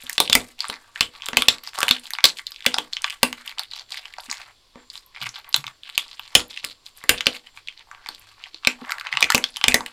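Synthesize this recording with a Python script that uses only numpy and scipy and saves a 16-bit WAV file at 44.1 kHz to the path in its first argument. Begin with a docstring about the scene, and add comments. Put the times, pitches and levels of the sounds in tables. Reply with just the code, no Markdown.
"""Two kittens eat dry food from a plastic plate on a hard floor, close to the microphone.
From the start, chewing strokes grind crumbs as clumps of tiny ringing grains, lips smack in the treble,
bites set the plate's modes ringing and pellets snap as noise bursts that ring the mouth, over quiet room air.
Loud crunching thins out after three seconds; soft sagging bumps come from four seconds on; lone hard
snaps follow, then the densest crackle in the last second. A small hard room answers; peaks overload."""
import sys
import numpy as np
from scipy import signal
from scipy.fft import rfft, irfft
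from scipy.io import wavfile

SR = 44100
rng = np.random.default_rng(int(sys.argv[2]) if len(sys.argv) > 2 else 0)


def unload_audio(sound):
    """Save the sound as a 16-bit wav file, at the path given as the first command line argument."""
    columns = np.transpose(np.atleast_2d(sound))
    # keep every value between -1 and 1, then stretch to whole-number steps
    steps = np.round(np.clip(columns, -1, 1) * 32767)
    wavfile.write(sys.argv[1], SR, steps.astype(np.int16))


def to_linear_factor(level_db):
    """Convert decibel levels (scalar or array-like) to linear amplitude factors."""
    exponent = np.asarray(level_db, float) / 20
    return 10 ** exponent


N = 437472   # samples

# Pellets that snap between the teeth. Each row: start in seconds, peak of the middle band in dB (before the
# mouth's colour), mouth ring in Hz, hollow body and treble in dB relative to the middle band.
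SNAPS = [(0.067, -25, 3930, -25.5, -6), (0.096, -15, 1910, -17, 9), (0.13, -18, 6370, -38, 9.5),
         (0.18, -6, 3630, -4, -4), (0.202, 4, 3700, -5.5, 3.5), (0.2768, -13.5, 3380, -23, -21.5),
         (0.298, -5.5, 3500, -6.5, 0.5), (0.329, 2, 3500, -11.5, -2), (0.352, 3.5, 2200, -6, 5),
         (0.591, -25.5, 3950, -36, -0.5), (0.605, -10, 4530, -21, -7.5), (0.643, -12, 1204, -35, -35),
         (0.699, -16, 3950, 3.5, 0), (0.959, -17.5, 1830, -33.5, -24), (1.0081, 1.5, 3043, -7.5, -3.5),
         (1.03, -17, 3560, -20, -26), (1.221, -20.5, 3350, -23, -22.5), (1.235, -29.5, 3620, 4, -29.5),
         (1.264, -19.5, 3800, -1.5, 2.5), (1.286, -13.5, 3260, 0.5, 2.5), (1.332, -13.5, 1800, 0, -38.5),
         (1.37, 3.5, 3130, -7, 4), (1.421, -7, 3300, -0.5, 2), (1.484, 7, 3756, -15.5, -3.5),
         (1.494, -20, 3800, -15, 1.5), (1.674, -19.5, 5300, -1.5, -17), (1.7875, -6.5, 1180, -29, -7.5),
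         (1.805, -8.5, 1300, -28.5, 2), (1.8164, -8, 1690, -19.5, -16.5), (1.83, -6, 3520, 5, 8),
         (1.882, -5, 2970, -4, 0.5), (1.89, -6.5, 3700, -31, -1), (1.91, 5, 3660, -11, -12.5),
         (2.056, -26, 3340, -8.5, -8), (2.106, -19.5, 1970, -26.5, 9.5), (2.135, -13, 4670, -5, -1),
         (2.151, -23, 3500, 1.5, -23), (2.186, -12.5, 2300, 3, -25), (2.241, 8, 3960, -10.5, -19.5),
         (2.2533, 5, 4130, -12.5, 0), (2.394, -18.5, 1980, -11.5, -15.5), (2.468, -16, 4170, -56, -5),
         (2.519, -22.5, 4870, -9, -0.5), (2.561, -25.5, 3840, -43, -12), (2.624, -28.5, 3400, -19, -16.5),
         (2.653, -21.5, 1820, 7, -4), (2.663, 2, 2950, -11.5, -2.5), (2.742, -8.5, 5240, 0, -33.5),
         (2.766, -13, 810, -29.5, -28.5), (2.784, -7, 3250, -0.5, 0), (2.9328, -12.5, 4330, -23.5, -16.5),
         (2.968, -11.5, 3060, -13, -23.5), (3.043, -6.5, 2910, 0, -18.5), (3.079, -16.5, 2760, -26, -21),
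         (3.099, -20.5, 3080, -14, 5.5), (3.2308, 4.5, 2700, -3.5, 2.5), (3.328, -16.5, 3000, 0, 6.5),
         (3.477, -18.5, 3400, -21, -2), (3.494, -25, 4370, -8, 0.5), (3.524, -29, 2330, 0, -25),
         (3.584, -18, 4180, -12, -20.5), (3.594, -9.5, 4570, -6.5, -3), (3.634, -26, 3930, -33, 5),
         (3.713, -24, 4720, -41, -11), (3.735, -23, 4300, -5, -25), (3.763, -25, 4900, -3, -1),
         (3.7948, -23.5, 4460, -11, -3), (3.9211, -17, 4700, -17, -27), (3.972, -22, 2180, -28, -2),
         (4.055, -24.5, 3070, -3, -40.5), (4.138, -27.5, 2270, -25.5, -3), (4.184, -13, 934, -16, -36.5),
         (4.203, -26, 4800, -30, -23.5), (4.301, -18.5, 6440, -16, -15), (4.3133, -10.5, 6800, -9, -9),
         (4.327, -19.5, 2250, -31, 2), (4.757, -29, 1020, -15, -28), (4.901, -24, 5220, -39.5, -41),
         (4.955, -24.5, 3900, -6, -17.5), (4.977, -26.5, 4830, -12, -35), (5.162, -23.5, 2380, -6, -21),
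         (5.215, -25.5, 3340, -11, -22), (5.224, -22, 3360, 5.5, -5), (5.258, -21, 2900, -25.5, -13.5),
         (5.266, -16, 1260, -44, -22), (5.291, -18.5, 6100, -43, -16.5), (5.358, -25.5, 3500, -5, -18.5),
         (5.543, -1, 3930, -6.5, -36), (5.563, -11, 3720, -4.5, 11.5), (5.641, -21, 2320, 2, -31),
         (5.667, -19, 3550, -25, -2.5), (5.678, -18, 1230, -32, -28), (5.834, -26.5, 3600, -29, -30.5),
         (5.892, -26.5, 2970, 0, 1), (5.955, -25.5, 4400, -28.5, -16), (5.978, -1.5, 3330, -11, 2),
         (6.195, -21, 3150, 1, -25), (6.3515, 9.5, 3250, -9, 2.5), (6.574, -16.5, 2680, -32, -25),
         (6.647, -16, 4060, -7, 12), (6.864, -24.5, 4400, -43.5, -11), (7.039, -19, 1920, 1.5, 0),
         (7.093, 7, 2780, -11.5, 3.5), (7.182, -18, 3480, -30, -20), (7.207, -12, 3140, -2.5, -9),
         (7.259, -15, 5400, -3, -23.5), (7.268, 2.5, 3020, -11.5, -11.5), (7.349, -26.5, 2920, -18, -13),
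         (7.366, -26.5, 3300, -23, -10), (7.574, -27, 2470, 0.5, -7), (7.674, -24.5, 3250, -31, -13),
         (7.685, -17, 3160, -37, -19), (7.914, -19.5, 1235, -37, -23), (8.061, -23.5, 2240, 1, -37.5),
         (8.088, -16.5, 4400, 0.5, 0.5), (8.148, -27, 4560, -18, 1), (8.439, -22, 3220, -25, -30),
         (8.458, -29, 2010, -11, -33), (8.545, -23.5, 4150, -15, -33), (8.634, -27, 1095, -23, -32),
         (8.6488, -12, 3440, -3, -23), (8.672, 4.5, 2510, -13, -9.5), (8.849, -25, 1900, -17, -30),
         (8.895, -15.5, 1550, -20, -44), (8.9063, -12.5, 1280, -33, -7.5), (8.92, -7.5, 1420, -37, -6.5),
         (8.983, -17.5, 1730, -19, -8), (8.998, -21, 4100, -20, 1.5), (9.011, -16.5, 1450, -28, -6.5),
         (9.0692, -15.5, 2540, -1.5, -33), (9.09, -25.5, 2620, -27, -33), (9.127, -7.5, 2120, -31, -30),
         (9.138, -17.5, 2480, -28, -23.5), (9.152, -22, 2780, 4, -38), (9.171, -7.5, 2760, -1, -22),
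         (9.207, -15.5, 3800, 4, 6), (9.2261, 3, 2500, -17.5, -16), (9.242, -5.5, 2390, -28, -11),
         (9.302, 1, 1390, -14, -7), (9.321, -5, 1950, -20, -4.5), (9.347, -2, 2900, 1, 1.5),
         (9.379, -8, 2270, -5, 1), (9.44, -5.5, 3560, -10, -10), (9.569, -15.5, 3060, -5.5, 6),
         (9.613, -15.5, 3100, 1, -9.5), (9.64, 0.5, 2930, -4.5, -22.5), (9.682, 3.5, 2450, -10, -1.5),
         (9.721, -10, 2560, -22.5, -26.5), (9.743, 6, 2010, -13, 0.5), (9.757, -12.5, 2090, -14, -5.5),
         (9.807, -10.5, 960, -63, -19.5), (9.862, -18.5, 2820, -29, 3)]
MOUTH_LOW_HZ = 800   # small mouths give off no bass


def rms_one(x):
    """Scales a signal to an rms of 1."""
    return x / np.sqrt(np.mean(x ** 2) + 1e-20)


def at_hz(points, hz):
    """Reads a table of (Hz, value) between its points on a logarithmic pitch scale."""
    table_hz, values = np.array(points)[:, 0], np.array(points)[:, 1]
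    return np.interp(np.log(hz), np.log(table_hz), values)


def ring(clicks, hz, t60):
    """A two-pole resonator: a unit click sets a sine of height 1 ringing, 60 dB down after t60 seconds."""
    r, w = to_linear_factor(-60 / (t60 * SR)), 2 * np.pi * hz / SR
    return signal.lfilter([0, np.sin(w)], [1, -2 * r * np.cos(w), r * r], clicks + 1e-18)


def cut(x, hz, kind, order=2):
    """A Butterworth filter."""
    return signal.sosfilt(signal.butter(order, hz, kind, fs=SR, output="sos"), x)


def coloured(x, spectrum):
    """A short causal minimum-phase filter that follows a table of (Hz, dB)."""
    hz = np.linspace(0, SR / 2, 1025)
    cepstrum = irfft(at_hz(spectrum, np.maximum(hz, 1)) * np.log(10) / 20)
    cepstrum[1:1024] *= 2   # folding the cepstrum makes the filter causal
    cepstrum[1025:] = 0
    impulse = irfft(np.exp(rfft(cepstrum)))
    return signal.fftconvolve(x, impulse)[:len(x)]


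def drift(rate):
    """Slow chance with spread 1: noise through two equal low-pass poles at rate Hz."""
    r = np.exp(-2 * np.pi * rate / SR)
    slow = signal.lfilter([1], [1, -2 * r, r * r], rng.standard_normal(N + SR))
    return rms_one(slow[SR:])


def air():
    """The quiet of the room: steady coloured noise with a few narrow wavering hisses."""
    # Spectrum of the quiet. Each row: frequency in Hz, relative density in dB per Hz.
    quiet = [(20, 1), (60, -13), (170, -21.5), (400, -18.5), (1000, -23), (2000, -23), (4500, -15),
             (6500, -27.5), (10000, -31), (13000, -38), (16000, -42.5)]
    # Faint narrow hisses. Each row: centre in Hz, width in Hz, level in dB about which it wavers.
    hisses = [(100, 24, -77), (1070, 150, -75), (3410, 300, -74), (4400, 500, -73), (7350, 350, -75.5),
              (12800, 900, -86)]
    level_db, waver_db, waver_hz = -59.5, 4.5, 4.1
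    out = to_linear_factor(level_db) * rms_one(coloured(rng.standard_normal(N), quiet))
    for hz, width_hz, db in hisses:
        band = [hz - width_hz / 2, hz + width_hz / 2]
        hiss = rms_one(cut(rng.standard_normal(N), band, "band"))
        out += to_linear_factor(db + waver_db * drift(waver_hz)) * hiss
    return out


def jaw():
    """Level, mouth ring and wetness over time: strokes swell, hold and die; louder ones weigh more."""
    # Chewing strokes that grind crumbs. Each row: start in seconds, length in seconds, level in dB,
    # centre of the mouth's ring in Hz, wet treble in dB (lowered by a fixed trim in grinding).
    strokes = [(0.007, 0.14, -43.5, 2640, 0), (0.22, 0.21, -52.5, 3000, -15.5),
               (0.406, 0.11, -52, 2230, -1.5), (0.595, 0.1, -39.5, 2660, -12.5),
               (0.72, 0.028, -36.5, 1520, -19), (0.775, 0.21, -52.5, 1250, -12),
               (0.957, 0.062, -39, 2300, -9.5), (1.143, 0.48, -45, 2280, -13),
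               (1.637, 0.046, -42, 3300, -1.5), (1.749, 0.16, -31.5, 2040, -8),
               (2.033, 0.08, -47.5, 3330, 3.5), (2.116, .09, -46, 2000, -18), (2.362, 0.033, -43, 3560, 2),
               (2.46, 0.091, -52.5, 3730, -4.5), (2.591, 0.29, -48.5, 2500, -8),
               (2.928, 0.023, -45, 3200, -4), (3.021, 0.11, -39, 2460, -7), (3.379, 0.038, -45, 2480, -7.5),
               (3.46, 0.06, -42.5, 2370, -6), (3.581, 0.029, -37, 1500, -27),
               (3.719, 0.092, -43, 3240, -13), (3.909, 0.077, -37.5, 3500, -7.5),
               (4.033, 0.16, -47.5, 2100, -11.5), (4.241, 0.014, -41.5, 3100, 0),
               (4.296, 0.12, -39.5, 2040, -15), (4.461, 0.048, -49, 2130, -13.5),
               (4.75, 0.077, -54, 1460, -28), (4.914, 0.066, -49, 3700, 7), (5.151, 0.025, -41, 2300, -18),
               (5.21, 0.051, -34.5, 2370, -9.5), (5.345, 0.037, -40, 2530, -16),
               (5.446, 0.059, -45.5, 2020, -23), (5.613, 0.097, -48, 1960, -8.5),
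               (5.833, 0.13, -50.5, 3360, -11), (6.064, 0.081, -45.5, 3270, -7),
               (6.18, 0.17, -50.5, 3000, -12), (6.501, 0.088, -44.5, 4040, -1.5),
               (6.636, 0.069, -44.5, 2930, -5), (6.857, 0.029, -50, 3600, 6), (6.967, 0.015, -46, 3500, 1),
               (7.006, 0.06, -51, 2450, -16), (7.17, 0.11, -50.5, 2900, -10),
               (7.337, 0.022, -39, 2830, -2.5), (7.448, 0.022, -46.5, 2500, -11.5),
               (7.556, 0.019, -46, 2560, -7), (7.677, 0.044, -52.5, 2870, -23.5),
               (7.779, 0.023, -45.5, 3220, -27.5), (7.875, 0.25, -50.5, 1440, -37),
               (8.028, 0.13, -55.5, 3590, -8.5), (8.181, 0.15, -52.5, 2562, -8.5),
               (8.374, 0.11, -49.5, 2150, -19), (8.536, 0.044, -56.5, 3500, -29),
               (8.627, .05, -43.5, 2300, -40), (8.797, 0.04, -40, 1400, -14),
               (8.838, 0.057, -35, 1480, -19), (8.883, 0.055, -39.5, 1310, -34),
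               (8.93, 0.055, -39.5, 1285, -20), (9.046, 0.024, -32, 1598, -29),
               (9.126, 0.26, -33, 1970, -18), (9.542, 0.11, -49.5, 3040, -6),
               (9.66, 0.06, -42.5, 2700, -13.5), (9.788, 0.095, -41, 1600, -11)]
    rise_db_per_s, fall_db_per_s = 1100, 428.5
    # every snapped pellet crumbles on, this far under its snap
    crumble_delay_s, crumble_s, crumble_db, crumble_wet_db = 0.004, 0.05, -42, -8.5
    crumbling = [(s + crumble_delay_s, crumble_s, db + crumble_db, hz, crumble_wet_db)
                 for s, db, hz, *_ in SNAPS]
    start, length, db, hz, wet_db = np.transpose(strokes + crumbling)[:, :, None]
    t = np.arange(0, N + 64, 64) / SR
    rising_db = rise_db_per_s * np.maximum(start - t, 0)
    falling_db = fall_db_per_s * np.maximum(t - start - length, 0)
    power = to_linear_factor(np.maximum(db - rising_db - falling_db, -200)) ** 2
    total = power.sum(axis=0)
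    level_db = 10 * np.log10(total)
    centre_hz = (power * hz).sum(axis=0) / total
    wetness_db = (power * wet_db).sum(axis=0) / total
    return [np.interp(np.arange(N) / SR, t, control) for control in (level_db, centre_hz, wetness_db)]


def grinding():
    """Clumped tiny fractures each strike neighbouring pitches; the mouth favours those near its ring."""
    # Tone of the ground crumbs. Each row: frequency in Hz, gain in dB.
    crumb_tone = [(800, -8), (1100, -4.5), (2500, -14.5), (4300, -4.5), (6000, -6.5)]
    grains_per_s, size_db = 2800, 6.5
    clump_db, clump_hz = 5.5, 50
    cycles, neighbours, hiss_share = 6, 1.5, 0.36   # cycles to fall 60 dB, reach in pitch steps, share
    fall_below_db, fall_above_db = 3.0, 13   # per octave away from the mouth's ring
    shift_db, shift_hz = 5, 4.6
    wet_from_hz, wet_trim_db = 6500, -10.5
    level_db, centre_hz, wet_db = jaw()

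    sizes = to_linear_factor(size_db * np.minimum(rng.exponential(1, N), 3)) * rng.choice([-1, 1], N)
    clumps = to_linear_factor(clump_db * drift(clump_hz))
    grains = rms_one(sizes * (rng.random(N) < grains_per_s * clumps / SR))
    pitches = np.geomspace(800, 14000, 20)
    dealt = rng.integers(0, 20, N)   # the pitch that each grain falls on
    soft = 2100.0 / centre_hz   # a nearly closed mouth rings low and smears soaked crumbs together
    out, power = 0, 0
    for k, hz in enumerate(pitches):
        struck = grains * (abs(dealt - k) < neighbours) / np.sqrt(2 * neighbours)
        smear = hiss_share * soft * np.sqrt(clumps / len(pitches)) * rng.standard_normal(N)
        once = ring(struck + smear, hz, cycles / hz)
        grain = rms_one(ring(once, hz, cycles / hz))   # rung twice: steep flanks
        octaves = np.log2(hz / centre_hz)
        distance_db = np.maximum(-fall_below_db * octaves, fall_above_db * octaves)
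        # the moving tongue shifts the colour
        favour_db = at_hz(crumb_tone, hz) - distance_db + shift_db * drift(shift_hz)
        # the highest grains sound wet and follow the stroke's wetness instead
        favour = to_linear_factor(wet_db + wet_trim_db) if hz > wet_from_hz else to_linear_factor(favour_db)
        out = out + favour * grain
        power = power + favour ** 2
    return to_linear_factor(level_db) * out / np.sqrt(power)


def mouth(sounds):
    """Filters everything between the teeth by the mouth's colour and takes away the bass."""
    # Mouth, plate and microphone together. Each row: frequency in Hz, gain in dB.
    colour = [(600, -5), (1080, -8.5), (1450, -5), (2400, 2.5), (2950, 2.5), (3600, 4), (4500, 4.5),
              (6300, -2.5), (7450, 1.5), (9800, -3), (12000, -5), (14000, -5.5), (15300, -9),
              (16300, -28.5)]
    return cut(coloured(sounds, colour), MOUTH_LOW_HZ, "high", order=3)


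def rim(meal):
    """The rim and the heap sing along with every crunch, as resonators driven by the meal."""
    # Each row: frequency in Hz, height in dB of the ring that a unit click starts, t60 in seconds.
    resonances = [(1170, -49, 0.07), (6850, -59, 0.008)]
    return sum(to_linear_factor(db) * ring(meal, hz, t60) for hz, db, t60 in resonances)


def room(x):
    """Dense noise echoes that die band by band, and a weaker tail with one decay for all bands."""
    # Decay of the hard room. Each row: frequency in Hz, t60 in seconds.
    decay = [(200, 1), (500, 0.077), (1000, 0.19), (2800, 0.026), (7300, 0.19), (14000, 0.021)]
    level_db, late_db, late_t60_s, first_wall_s = -11.5, -7.5, 0.14, 0.0024
    t = np.arange(SR // 2) / SR
    edges = 150 * 2. ** np.arange(0, 7, .5)   # half octaves in Hz
    echoes = 0
    for low, high in zip(edges, edges[1:]):
        dying = to_linear_factor(-60 * t / at_hz(decay, low)) + to_linear_factor(late_db - 60 * t / late_t60_s)
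        band = cut(rng.standard_normal(len(t)), [low, min(high * 1.1, 17000)], "band")
        echoes = echoes + band * dying
    echoes = echoes * np.clip(t / first_wall_s, 0, 1)   # the echoes fade in over a moment
    return to_linear_factor(level_db) * signal.fftconvolve(x, echoes / np.linalg.norm(echoes))[:N]


def smacks():
    """Each wet smack of tongue and lips is a tiny puff of noise round a pitch in the high treble."""
    # Each row: start in seconds, peak in dB (before the mouth's colour), pitch in Hz.
    puffs = [(0.036, -23, 11400), (0.6838, -16.5, 9400), (1.6361, -24, 12800), (1.9964, -26.5, 9700),
             (2.5072, -28, 12820), (3.4626, -27.5, 11700), (4.208, -28, 11400), (5.0626, -30.5, 12800),
             (5.233, -27, 12000), (5.3889, -32, 12700), (5.4912, -19, 12500), (6.195, -27, 13900),
             (6.4811, -31, 12400), (6.974, -28, 11900), (8.195, -30, 12600), (8.9121, -17.5, 13200),
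             (9.5042, -34, 9900)]
    length_ms, spread = 1.0, 1.1   # spread: band edges as a ratio to the pitch
    out, ms = np.zeros(N), np.arange(512) * 1000 / SR
    for (s, db, hz), noise in zip(puffs, rng.standard_normal((len(puffs), len(ms)))):
        puff = cut(noise * np.exp(-ms / length_ms), [hz / spread, hz * spread], "band")
        out[round(s * SR):][:len(ms)] += to_linear_factor(db) * puff / abs(puff).max()
    return out


def plate():
    """Each knock is a brief push that rings every mode of the plate, thuds the heap and shakes the floor."""
    # Bites that knock the plate. Each row: start in seconds, level in dB, how much the two lowest modes
    # are struck in dB, thump through the floor in dB (before the common thump gain).
    knocks = [(0.037, -56.5, -2.5, -5), (0.18, -35.5, -29, -17.5), (0.204, -27, -31, -44),
              (0.298, -33.5, -14, -13), (0.3514, -24, -10.5, -15.5), (0.696, -41, -15, -32),
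              (1.0088, -35.5, -15, -10), (1.288, -40.5, -41, -21), (1.332, -37.5, -7.5, -26),
              (1.371, -28, -13.5, -20), (1.484, -32.5, -15, -18), (1.787, -45, -34, -26),
              (1.83, -36, -40, -22), (1.907, -38.5, -1.5, -25), (2.243, -30, -39, -45),
              (2.667, -32.5, -8, -45), (2.783, -36, -20, -45), (3.2311, -27, -5, -23.5),
              (4.758, -46, -8, -40), (5.542, -45, -17.5, -11), (5.978, -47.5, -26, -29),
              (6.3517, -23, -18.5, -14.5), (6.642, -45, -16, -14), (7.041, -47.5, -26, -23),
              (7.093, -22.5, -22, -15), (7.269, -29.5, -13.5, -25.5), (8.09, -47.5, -34.5, -42.5),
              (8.672, -35, -4, -51.5), (9.227, -31.5, -36, -21), (9.347, -23, -13, -27),
              (9.6415, -36, -24, -14), (9.681, -32, -4, -9), (9.743, -24, -12, -28)]
    # Modes of the plate. Each row: frequency in Hz, level in dB relative to the knock, t60 in seconds.
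    modes = [(250, 9.5, 0.24), (239.7, -2.5, 0.4), (304.5, -11.5, 0.28), (435.3, -7, 0.16),
             (489.7, -9.5, 0.3), (544.4, 6, 0.044), (673, -7.5, 0.12), (705.5, -10, 0.13)]
    rattle_ms, strike_spread_db = 0.12, 3.5
    thump_ms, thump_gain_db = 36.0, 6
    dull_ms, dull_db = 38.8, -5.5
    s, db, lowest_db, floor_db = np.transpose(knocks)
    chance = rng.standard_normal((len(s), len(modes)))

    def shaken(strength_db, ms):
        """An envelope that jumps at every knock and dies exponentially."""
        pushes, fading = np.zeros(N), np.exp(-1000 / (ms * SR))
        pushes[(s * SR).astype(int)] = to_linear_factor(strength_db)
        return signal.lfilter([1], [1, -fading], pushes + 1e-18)

    low = rms_one(cut(rng.standard_normal(N), [18, 100], "band"))
    out = low * shaken(db + floor_db + thump_gain_db, thump_ms)
    # the heap deadens into a broad thud
    dull = rms_one(cut(rng.standard_normal(N), [160, 800], "band", order=3))
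    out = out + dull * shaken(db + dull_db, dull_ms)
    for k, (hz, mode_db, t60) in enumerate(modes):
        # the two lowest modes follow the table, the others vary by chance
        strike_db = lowest_db if k < 2 else strike_spread_db * chance[:, k]
        rattle = shaken(db + mode_db + strike_db, rattle_ms)
        out = out + ring(rattle / (rattle_ms * SR / 1000), hz, t60)
    return out


def snaps():
    """Each pellet splits in a short burst of uneven fractures that rings the open mouth."""
    length_ms, longer_per_db, split_db = 1.434, 0.03, 3.0   # length at 0 dB
    spread, ring_share, ring_cycles = 1.403, 0.94, 10.0
    body_hz, treble_hz, wide_share, wider_per_db = 1500, 6200, 0.59, 0.74
    shard_share, shard_s = 0.39, 0.03
    linger_db, linger_ms, linger_cycles = -19.0, 19.3, 24
    size = 4096
    out, ms = np.zeros(N + size), np.arange(size) * 1000 / SR
    chance = rng.standard_normal((len(SNAPS), 2, size))
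    # pitches of the fragments, relative to the ring
    shards = 2 ** rng.uniform(-0.41, 0.32, (len(SNAPS), 6))
    for (s, db, hz, body_db, treble_db), (noise, uneven), ratios in zip(SNAPS, chance, shards):
        length = length_ms * np.exp(longer_per_db * db)   # big pellets take longer to give way
        burst = noise * to_linear_factor(split_db * uneven) * np.exp(-ms / length)
        # most energy lies round the ring
        middle = rms_one(cut(burst, [hz / spread, hz * spread], "band"))
        middle = middle + ring_share * rms_one(ring(middle, hz, ring_cycles / hz))
        # big snaps are broader
        wide = rms_one(cut(burst, [body_hz, treble_hz], "band", order=3))
        middle = middle + wide_share * to_linear_factor(wider_per_db * db) * wide
        # the fragments ring on
        fragments = sum(ring(burst, hz * ratio, shard_s) for ratio in ratios)
        middle = middle + shard_share * rms_one(fragments)
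        # falling crumbs keep the mouth's ring sounding
        rustle = ring(uneven * np.exp(-ms / linger_ms), hz, linger_cycles / hz)
        middle = middle / abs(middle).max() + to_linear_factor(linger_db) * rustle / abs(rustle).max()
        body = cut(burst, [MOUTH_LOW_HZ, body_hz], "band", order=3)
        treble = cut(burst, treble_hz, "high", order=3)
        at = round(s * SR)
        for part, part_db in ((middle, 0), (body, body_db), (treble, treble_db)):
            out[at:at + size] += to_linear_factor(db + part_db) * part / abs(part).max()
    return out[:N]


def ticks():
    """A single crumb cracks: one sharp broad burst of noise with a short ring."""
    # Each row: start in seconds, peak in dB (before the mouth's colour), pitch in Hz.
    cracks = [(0.104, -19.5, 1640), (0.3258, -6.5, 3530), (0.632, -30, 1180), (0.6523, -17, 1500),
              (0.6775, -32, 3700), (0.691, -22.5, 4930), (0.734, -26, 1100), (0.7402, -20, 2300),
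              (0.976, -25.5, 1940), (1.244, -27.5, 3620), (1.2595, -12.5, 8200), (1.3427, -22, 1810),
              (1.3476, -23, 1980), (1.5837, -27.5, 4050), (1.734, -23.5, 1550), (1.7814, -11.5, 1120),
              (2.0682, -27, 3960), (2.0749, -29.5, 4350), (2.2059, -21, 3400), (2.3695, -33, 3445),
              (2.3869, -20.5, 4050), (2.545, -31.5, 4150), (2.6063, -26.5, 3490), (2.645, -25.5, 3340),
              (2.7808, -22, 3190), (2.9282, -21, 3000), (3.02, -16, 8000), (3.0278, -31, 2370),
              (3.1049, -15, 2800), (3.5089, -28, 4350), (3.7553, -29, 4220), (3.777, -38, 3880),
              (3.9282, -22, 3875), (3.9436, -19, 2410), (4.1983, -28, 3400), (4.2978, -22, 2290),
              (5.2343, -22.5, 2930), (5.2536, -29, 2840), (5.2677, -18, 3450), (5.2713, -22, 2500),
              (5.366, -27, 3530), (5.445, -35, 2970), (5.528, -18, 4650), (5.6804, -20.5, 2300),
              (5.899, -20.5, 4400), (5.9506, -27, 4130), (5.9959, -19, 3360), (6.0813, -29.5, 4500),
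              (6.278, -30.5, 4520), (6.564, -27, 3400), (6.643, -14, 2850), (7.1778, -22, 3450),
              (7.1866, -24, 3445), (7.2126, -16, 3190), (7.794, -33, 3750), (7.9483, -27.5, 1180),
              (8.0698, -30, 4350), (8.8918, -26, 1100), (8.9138, -24, 3960), (8.929, -28, 1290),
              (9.118, -34, 3100), (9.2204, -6, 1210), (9.3533, 2, 6400), (9.5614, -16, 3760),
              (9.7139, -15, 2670)]
    length_ms, spread, ring_share, cycles = 0.26, 1.9, 0.99, 6.2
    out, ms = np.zeros(N), np.arange(512) * 1000 / SR
    for (s, db, hz), noise in zip(cracks, rng.standard_normal((len(cracks), len(ms)))):
        crack = rms_one(cut(noise * np.exp(-ms / length_ms), [hz / spread, hz * spread], "band"))
        crack = crack + ring_share * rms_one(ring(crack, hz, cycles / hz))
        out[round(s * SR):][:len(ms)] += to_linear_factor(db) * crack / abs(crack).max()
    return out


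def thuds():
    """Padded thuds of paws, bodies and plate: a few uneven cycles of sine and noise, sagging in pitch."""
    # Each row: start in seconds, peak in dB, starting pitch in Hz.
    bumps = [(4.282, -43, 250), (5.21, -40, 134), (5.25, -41.5, 123), (5.575, -37, 145), (5.65, -46, 130),
             (8.54, -47.5, 327), (8.816, -31, 250), (9.138, -42.5, 139)]
    rough = 0.36   # share of noise
    out, t = np.zeros(N), np.arange(SR // 5) / SR
    for (s, db, hz), noise in zip(bumps, rng.standard_normal((len(bumps), len(t)))):
        sagging = np.sin(2 * np.pi * hz * t * (1 - 0.33 * t))
        shake = sagging + rough * rms_one(cut(noise, [hz / 1.25, hz * 1.67], "band"))
        thud = shake * t * np.exp(-t * hz / 2.0)
        out[round(s * SR):][:len(t)] += to_linear_factor(db) * thud / abs(thud).max()
    return out


def scene():
    """Sends all mouth sounds through mouth, rim and room, then adds plate, bumps and air."""
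    meal = mouth(snaps() + grinding() + smacks() + ticks())
    meal = meal + rim(meal)
    return (meal + room(meal) + plate() + thuds() + air())[None]


def top_cut(x):
    """Nothing passes above the cut-off."""
    return signal.sosfilt(signal.butter(12, 16590, fs=SR, output="sos"), x)


def record(dry):
    """The loudest snaps hit the ceiling of the converter and are clipped."""
    overloaded = np.clip(dry, -1.0, 1.0)
    return top_cut(overloaded)


dry = scene()
out = record(dry)
unload_audio(out)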